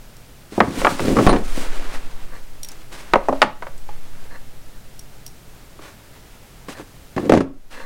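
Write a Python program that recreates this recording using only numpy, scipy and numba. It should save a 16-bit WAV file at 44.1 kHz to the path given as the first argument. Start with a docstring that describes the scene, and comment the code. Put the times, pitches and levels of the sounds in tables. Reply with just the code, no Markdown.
"""Hollow knocks and a groan from a blow-moulded plastic tool case, close to a phone in a small room.
The lid is knocked and pushed back while its foam sheet rubs; a steel piece is prised out of the tray and
a steel disc is pressed into its pocket. Blows ring the shell and set loose parts buzzing; tight contacts
stick and slip. Sleeves swish, small steel parts tick and jolts rock the phone, whose gain control ducks
the room hiss after the hardest knocks."""
import sys
import numpy as np
from scipy import signal
from scipy.fft import rfft, irfft, next_fast_len
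from scipy.io import wavfile
from numba import njit

SR = 44100
rng = np.random.default_rng(int(sys.argv[2]) if len(sys.argv) > 2 else 0)


def store_wav(level_fs):
    """Save 16-bit WAV to argv[1]."""
    pcm = np.round(np.clip(np.atleast_2d(level_fs), -1, 1) * 32767)
    wavfile.write(sys.argv[1], SR, pcm.T.astype(np.int16))


N = 346185
TIME = np.arange(N) / SR
AGE = TIME[:SR // 2]  # seconds since a blow


def undb(db):
    """Decibels to gain."""
    return 10 ** (np.asarray(db) / 20)


def unit(x):
    """Scale to rms 1."""
    return x / np.sqrt(np.mean(x ** 2))


def strike(x, size=441):
    """Scale a blow to rms 1 over its first hundredth of a second."""
    return x / np.sqrt(np.mean(x[:size] ** 2))


def fade(t60):
    """Exponential decay, 60 dB down after t60 seconds."""
    return np.exp(-np.log(1000) * AGE / max(t60, 1 / SR))


def cut(x, hz, kind, order=2):
    """Causal low-pass or high-pass."""
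    return signal.sosfilt(signal.butter(order, min(hz, SR / 2 - 1), kind, fs=SR, output="sos"), x)


def noise(points, size):
    """Noise of rms 1, coloured by (freq_hz, density_db) points."""
    hz, db = np.transpose(points)
    n = next_fast_len(size)
    gain = undb(np.interp(np.log(np.fft.rfftfreq(n, 1 / SR) + 1), np.log(hz), db))
    return unit(irfft(rfft(rng.standard_normal(n)) * gain, n)[:size])


def die_away(x, t60, slope):
    """Each octave fades at its own rate: t60 holds at 1 kHz, and higher octaves go sooner."""
    octave = np.log2(np.clip(np.fft.rfftfreq(len(x), 1 / SR), 125, 16000) / 1000)
    spectrum = rfft(x)
    bands = {k: irfft(spectrum * np.maximum(1 - abs(octave - k), 0), len(x)) for k in range(-3, 5)}
    return sum(band * fade(t60 * 2 ** (-slope * k)) for k, band in bands.items())


def ring(modes, ring_scale, scatter_db, pitch=1):
    """Decaying modes, driven with other strengths and signs at each contact; ring_scale scales t60."""
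    drive = undb(scatter_db * rng.standard_normal(len(modes))) * rng.choice([-1, 1], len(modes))
    return strike(sum(gain * undb(db) * np.sin(2 * np.pi * hz * pitch * AGE) * fade(t60 * ring_scale)
                      for gain, (hz, db, t60) in zip(drive, modes)))


def walk(rate_hz):
    """Smooth random wander with a spread near 1."""
    knots = rng.standard_normal(4096)
    return np.interp(TIME * rate_hz, np.arange(len(knots)), knots)


def add(track, start_s, sound):
    """Mix a sound in at start_s."""
    i = int(start_s * SR)
    track[i:i + len(sound)] += sound[:N - i]


def stroke(start, length, onset_share=.13, release_share=.13):
    """Speed of one hand stroke: it builds, holds and dies out, the slopes set as shares of its length."""
    attack = np.clip((TIME - start) / (onset_share * length), 0, 1)
    return attack * np.exp(-np.maximum(TIME - start - length, 0) / (release_share * length))


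def slips(per_s, uneven_db):
    """Stick and slip: small pushes of uneven size at uneven moments."""
    return (rng.random(N) < per_s / SR) * undb(uneven_db * np.clip(rng.standard_normal(N), -2, 2))


def background(hiss_db=-46.5, hum_hz=128, hum_db=-55.5, air_db=-44):
    """Steady hiss, a faint wavering hum, and slow air at the microphone."""
    # room tone and air rumble: freq_hz, density_db
    hiss_colour = [(24, -45), (40, -5), (64, -2), (87, -7.5), (129, -4.5), (301, -12.5), (548, -14.5),
                   (817, -17), (903, -18.5), (1130, -21.5), (1250, -19), (1350, -20.5), (15500, -30)]
    air_colour = [(5, 2), (15, 1), (40, -4), (60, -22), (120, -15.5), (400, -90.5)]
    hiss = undb(hiss_db) * noise(hiss_colour, N)
    hum = undb(hum_db + 1.4 * walk(1.9)) * np.sin(2 * np.pi * hum_hz * TIME + 1.2 * walk(19))
    return hiss + hum + undb(air_db) * noise(air_colour, N)


def room(x, wet_db=-15, first_wall_s=0.012):
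    """A small furnished room: a dense, short tail."""
    build_up = 1 - np.exp(-(AGE / first_wall_s) ** 2)
    tail = die_away(rng.standard_normal(len(AGE)), t60=0.27, slope=0.072) * build_up
    return x + undb(wet_db) * signal.fftconvolve(x, tail / np.linalg.norm(tail))[:N]


def sway():
    """Sub rumble: the phone rocks on its support; a slow push stirs only the slowest modes."""
    # jolts to the support: start_s, drive_db, push_s
    jolts = [(.78, -26, 0.025), (1.078, -26.5, 0.012), (1.266, -9.5, 0.0085), (3.121, -25, 0.028),
             (3.7, -16.5, 0.098), (7.32, -23, 0.0064)]
    # rocking modes: freq_hz, gain_db, t60_s
    rocking_modes = [(5.329, 4, 3.87), (9.4, -3, 2), (16.59, -1, 3.17), (20.6, 12.5, 0.62), (29.5, -10, .9),
                     (39.9, 9.5, 0.38)]
    out = np.zeros(N)
    for start, jolt_db, push_s in jolts:
        for hz, db, t60 in rocking_modes:
            swing = undb(jolt_db + db - 60 * TIME / t60) / (1 + (hz * push_s) ** 2)
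            add(out, start, swing * (1 - np.exp(-TIME / push_s)) * np.sin(2 * np.pi * hz * TIME))
    return out


def slides(grain_db=1.5, jerk_db=2.37, rustle_db=-58.5, rustle_hz=2200, restless_db=3):
    """Swishes: fibres catch and let go by the thousand, in each stroke and faintly in between."""
    # foam, sleeves and fingers sliding: start_s, length_s, level_db, brightness_hz
    swishes = [(0.503, 0.19, -40.5, 5000), (0.675, 0.7, -31.5, 5560), (1.427, 0.19, -32, 6500),
               (1.606, 0.35, -37.5, 2000), (2.003, .36, -50, 1780), (2.677, 0.14, -50.5, 4200),
               (2.916, 0.09, -38.5, 4530), (2.89, .54, -47, 2610), (3.812, 0.53, -55, 2600),
               (5.81, 0.085, -43.5, 2760), (6.681, 0.053, -41, 4500), (6.764, 0.055, -44, 2800),
               (7.185, 0.082, -43, 2900), (7.698, 0.12, -39, 3230)]
    # fibre friction: freq_hz, density_db
    rub_colour = [(80, -7), (250, 13.5), (700, 8), (1500, 9), (3000, 5.5), (6000, 3.5), (9500, 5),
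                  (11500, 0), (16000, 2)]
    fibres = cut(noise(rub_colour, N), 260, "high", order=1)  # light rubbing radiates little bass
    fibres *= undb(grain_db * walk(450) + jerk_db * walk(35))
    # clothes are never quite at rest
    out = undb(rustle_db + restless_db * walk(6.4)) * unit(cut(fibres, rustle_hz, "low", order=1))
    for start, length, db, bright_hz in swishes:
        out += undb(db) * stroke(start, length) * unit(cut(fibres, bright_hz, "low", order=1))
    return out


def ticks():
    """Small steel parts touch: a sharp snap and a thin, high ring."""
    # steel on steel: start_s, level_db, ring_hz
    touches = [(.167, -50, 5540), (2.632, -30.5, 5730), (2.647, -35, 5630), (2.687, -36, 5400),
               (2.717, -41.5, 6040), (3.779, -48.5, 8000), (4.993, -38, 5630), (5.264, -36, 5640),
               (5.278, -45, 5560)]
    # modes of a small part: pitch_ratio, gain_db, base_t60_s
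    steel_modes = [(1, 0, .075), (1.09, -5, .025), (1.27, -5, .02), (1.59, -7, .03), (1.74, -8, .025),
                   (2.14, -10, .02), (2.39, -10, .02)]
    out = np.zeros(N)
    for start, db, ring_hz in touches:
        treble = cut(rng.standard_normal(len(AGE)), 4200, "high")
        snap = strike(cut(treble, 8000, "low", order=1) * fade(.022))
        ping = ring(steel_modes, ring_scale=.75, scatter_db=1.5, pitch=ring_hz)
        add(out, start, undb(db) * strike(snap + undb(-1) * ping))
    return out


def squeaks(waver_rad=2.7):
    """A tight contact sings briefly, unsteady in pitch and strength."""
    # the lid stopping and the disc binding: start_s, length_s, pitch_hz, level_db
    chirps = [(1.281, 0.034, 9300, -23), (1.284, 0.035, 4080, -21), (7.325, .09, 9850, -46)]
    waver = waver_rad * walk(600)
    grip = undb(4 * walk(250))
    return grip * sum(undb(db) * stroke(start, length) * np.sin(2 * np.pi * hz * TIME + waver)
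                      for start, length, hz, db in chirps)


def scrapes():
    """Steel rasps on plastic: quick slips keep the tray's resonances ringing."""
    # steel dragged over the tray: start_s, length_s, level_db
    strokes = [(2.318, 0.047, -42), (4.299, 0.069, -42.5), (6.744, 0.061, -42.5), (7.176, 0.011, -23.5),
               (7.725, .14, -36.5)]
    # tray resonances: freq_hz, gain_db, base_t60_s
    tray_modes = [(274, -0.5, 0.066), (514, 2, 0.034), (900, 4, 0.023), (914, 7, 0.034), (1170, -11, 0.1),
                  (1720, 11.5, 0.011), (2140, 1.5, 0.016), (2710, -8.5, 0.054), (4160, -4, 0.017)]
    friction = slips(per_s=520, uneven_db=3.0)
    rasp = signal.fftconvolve(friction, ring(tray_modes, ring_scale=0.92, scatter_db=2.0))[:N]
    return unit(rasp) * sum(undb(db) * stroke(start, length) for start, length, db in strokes)


def panel(x, hz, q):
    """The panel under the contact booms at its lowest resonance and radiates little below it."""
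    w = np.tan(np.pi * hz / SR)
    return signal.lfilter(*signal.bilinear([1, 0, 0], [1, w / q, w * w], fs=.5), x)


def case(hard_hz, panel_hz, ring_scale, modes_db=-7.5):
    """The case answers one push: a soft contact leaves out the treble, a stiff spot the bass."""
    # the crowd of short-lived wall modes: freq_hz, density_db
    shell_colour = [(60, 16.5), (130, 4), (280, 2.5), (450, 1.5), (700, -1.5), (1100, 0), (2000, -3.5),
                    (3500, -5.5), (6000, -4), (10000, -39.5), (16000, -34.5)]
    # modes of the case with its steel tools inside: freq_hz, gain_db, base_t60_s
    case_modes = [(150, 1, 0.073), (211, -8, 0.29), (272, -11.5, 0.33), (288, 1, 0.14),
                  (378.7, -3.5, 0.069), (501, -17.5, 0.023), (554.7, -3, 0.1), (636, -12.5, 0.1),
                  (729, -12.5, 0.17), (843, -1, 0.065), (968, -5.5, 0.041), (1115, 1.5, 0.056),
                  (1207, -8, .07), (1300, -1, 0.036), (1713, -9.5, 0.032), (1880, -7, 0.063),
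                  (2043, -7.5, 0.062), (2340, -2.5, 0.039), (2690, -2, 0.053), (3060, -17.5, 0.14),
                  (3390, -21, 0.14), (3700, -27.5, 0.26), (4660, -26.5, 0.031), (4540, -16.5, 0.069),
                  (4320, -12.5, .1)]
    walls = strike(die_away(noise(shell_colour, len(AGE)), t60=0.075 * ring_scale, slope=0.54))
    body = walls + undb(modes_db) * ring(case_modes, ring_scale, scatter_db=6.0)
    return strike(panel(cut(body, hard_hz, "low", order=3), panel_hz, q=1.0))


def drag(spot_count=5, bind_db_per_s=30.5, let_go_s=0.032):
    """Plastic groans at several spots: each slip is a dull push on the case, harder as the parts bind."""
    # jerky pushes at the hinge and round the disc: start_s, length_s, end_level_db
    pushes = [(.62, 0.31, -26), (1.004, 0.24, -15), (1.266, .085, -8.5), (1.793, 0.023, -40.5),
              (7.165, 0.14, -25.5)]
    spots = (case(hard_hz=543, panel_hz=189, ring_scale=0.74) for _ in range(spot_count))
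    groan = sum(signal.oaconvolve(slips(per_s=40, uneven_db=3), spot)[:N] for spot in spots)
    force = np.zeros(N)
    for start, length, db in pushes:
        past_end = TIME - start - length
        binding = undb(db + bind_db_per_s * np.minimum(past_end, 0))
        force += (TIME > start) * binding * np.exp(-np.maximum(past_end, 0) / let_go_s)
    return unit(groan) * force


def knocks():
    """Each blow rings the part it lands on and sets loose parts buzzing for a moment."""
    # blows on the case: start_s, part, level_db, hardness_hz
    blows = [ (.521, "rim", -33.5, 490), (.579, "rim", -13, 690), (.604, "hinge", -3, 1900),
             (.610, "rim", -7, 1270), (.674, "rim", -20.5, 280), (0.817, "hinge", -20.5, 1890),
             (0.8473, "hinge", -7.5, 1800), (0.8687, "hinge", -5, 1700), (.994, "hinge", -21.5, 2530),
             (1.081, "lid", -12.5, 483), (1.167, "lid", -13, 1400), (1.187, "lid", -10.5, 1440),
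             (1.2653, "lid", -2, 540), (1.272, "lid", 2.5, 1000), (1.293, "lid", 1.5, 1620),
             (1.328, "lid", -1, 1280), (1.362, "lid", -14.5, 3200), (1.576, "lid", -20, 522),
             (3.136, "tray", -3.5, 1840), (3.156, "tray", -4.5, 845), (3.285, "tray", -10.5, 930),
             (3.291, "tray", -12.5, 617), (3.3268, "tray", -15, 744), (3.4178, "slot", -4, 3700),
             (3.426, "slot", -2, 2840), (3.433, "rim", -14, 700), (3.623, "slot", -26.5, 2080),
             (3.668, "slot", -31, 1680), (3.89, "slot", -33, 930), (5.791, "pocket", -38, 1370),
             (6.684, "pocket", -30.5, 980), (6.796, "pocket", -32, 900), (7.164, "pocket", -17.5, 470),
             (7.180, "pocket", -20, 930), (7.254, "pocket", -25.5, 400), (7.295, "pocket", -3.5, 544),
             (7.321, "pocket", 3.5, 1020), (7.337, "pocket", 6.5, 684), (7.350, "pocket", 4.5, 400),
             (7.363, "pocket", -3, 800), (7.374, "pocket", 7.5, 550), (7.4056, "pocket", 2, 784)]
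    # voice of each part: panel_hz, ring_scale, rattle_db (relative to the blow)
    parts = {"rim": (210, .85, -42.5), "hinge": (640, 0.74, -34), "lid": (258, 1.31, -18),
             "tray": (584, 0.59, -25.5), "slot": (720, 0.92, -16), "pocket": (254, 0.76, -18.5)}
    # buzz of loose parts: freq_hz, density_db
    rattle_colour = [(500, -21.5), (1800, 11.5), (4000, -1.5), (6500, -5.5), (8500, -12.5), (9400, -8.5),
                     (10500, -23.5), (16000, -27)]
    out = np.zeros(N)
    for start, part, db, hard_hz in blows:
        panel_hz, ring_scale, rattle_db = parts[part]
        buzz = strike(noise(rattle_colour, len(AGE)) * fade(0.086 * ring_scale))
        add(out, start, undb(db) * (case(hard_hz, panel_hz, ring_scale) + undb(rattle_db) * buzz))
    return out


def scene():
    """All the handling sounds in the room, over the rumble and the background."""
    handling = knocks() + drag() + scrapes() + squeaks() + ticks() + slides()
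    return (room(handling) + sway() + background())[None]


@njit
def follow(x, attack, release):
    """Envelope follower with separate rates for rising and falling."""
    out, level = np.empty(len(x)), 0.
    for i in range(len(x)):
        level += (x[i] - level) * (attack if x[i] > level else release)
        out[i] = level
    return out


def record(dry, limit_db=-7, attack_s=0.0038, release_s=0.25, top_hz=16000):
    """Gain control, deaf to rumble, ducks after loud blows; stray peaks are rounded; the top is cut."""
    loudness = follow(abs(cut(dry[0], 110, "high")), 1 / (attack_s * SR), 1 / (release_s * SR))
    ducked = dry / np.maximum(1, loudness / undb(limit_db))
    rounded = .97 * ducked / (1 + ducked ** 6) ** (1 / 6)
    return signal.sosfilt(signal.ellip(10, .1, 80, top_hz, fs=SR, output="sos"), rounded)


dry = scene()
out = record(dry)
store_wav(out)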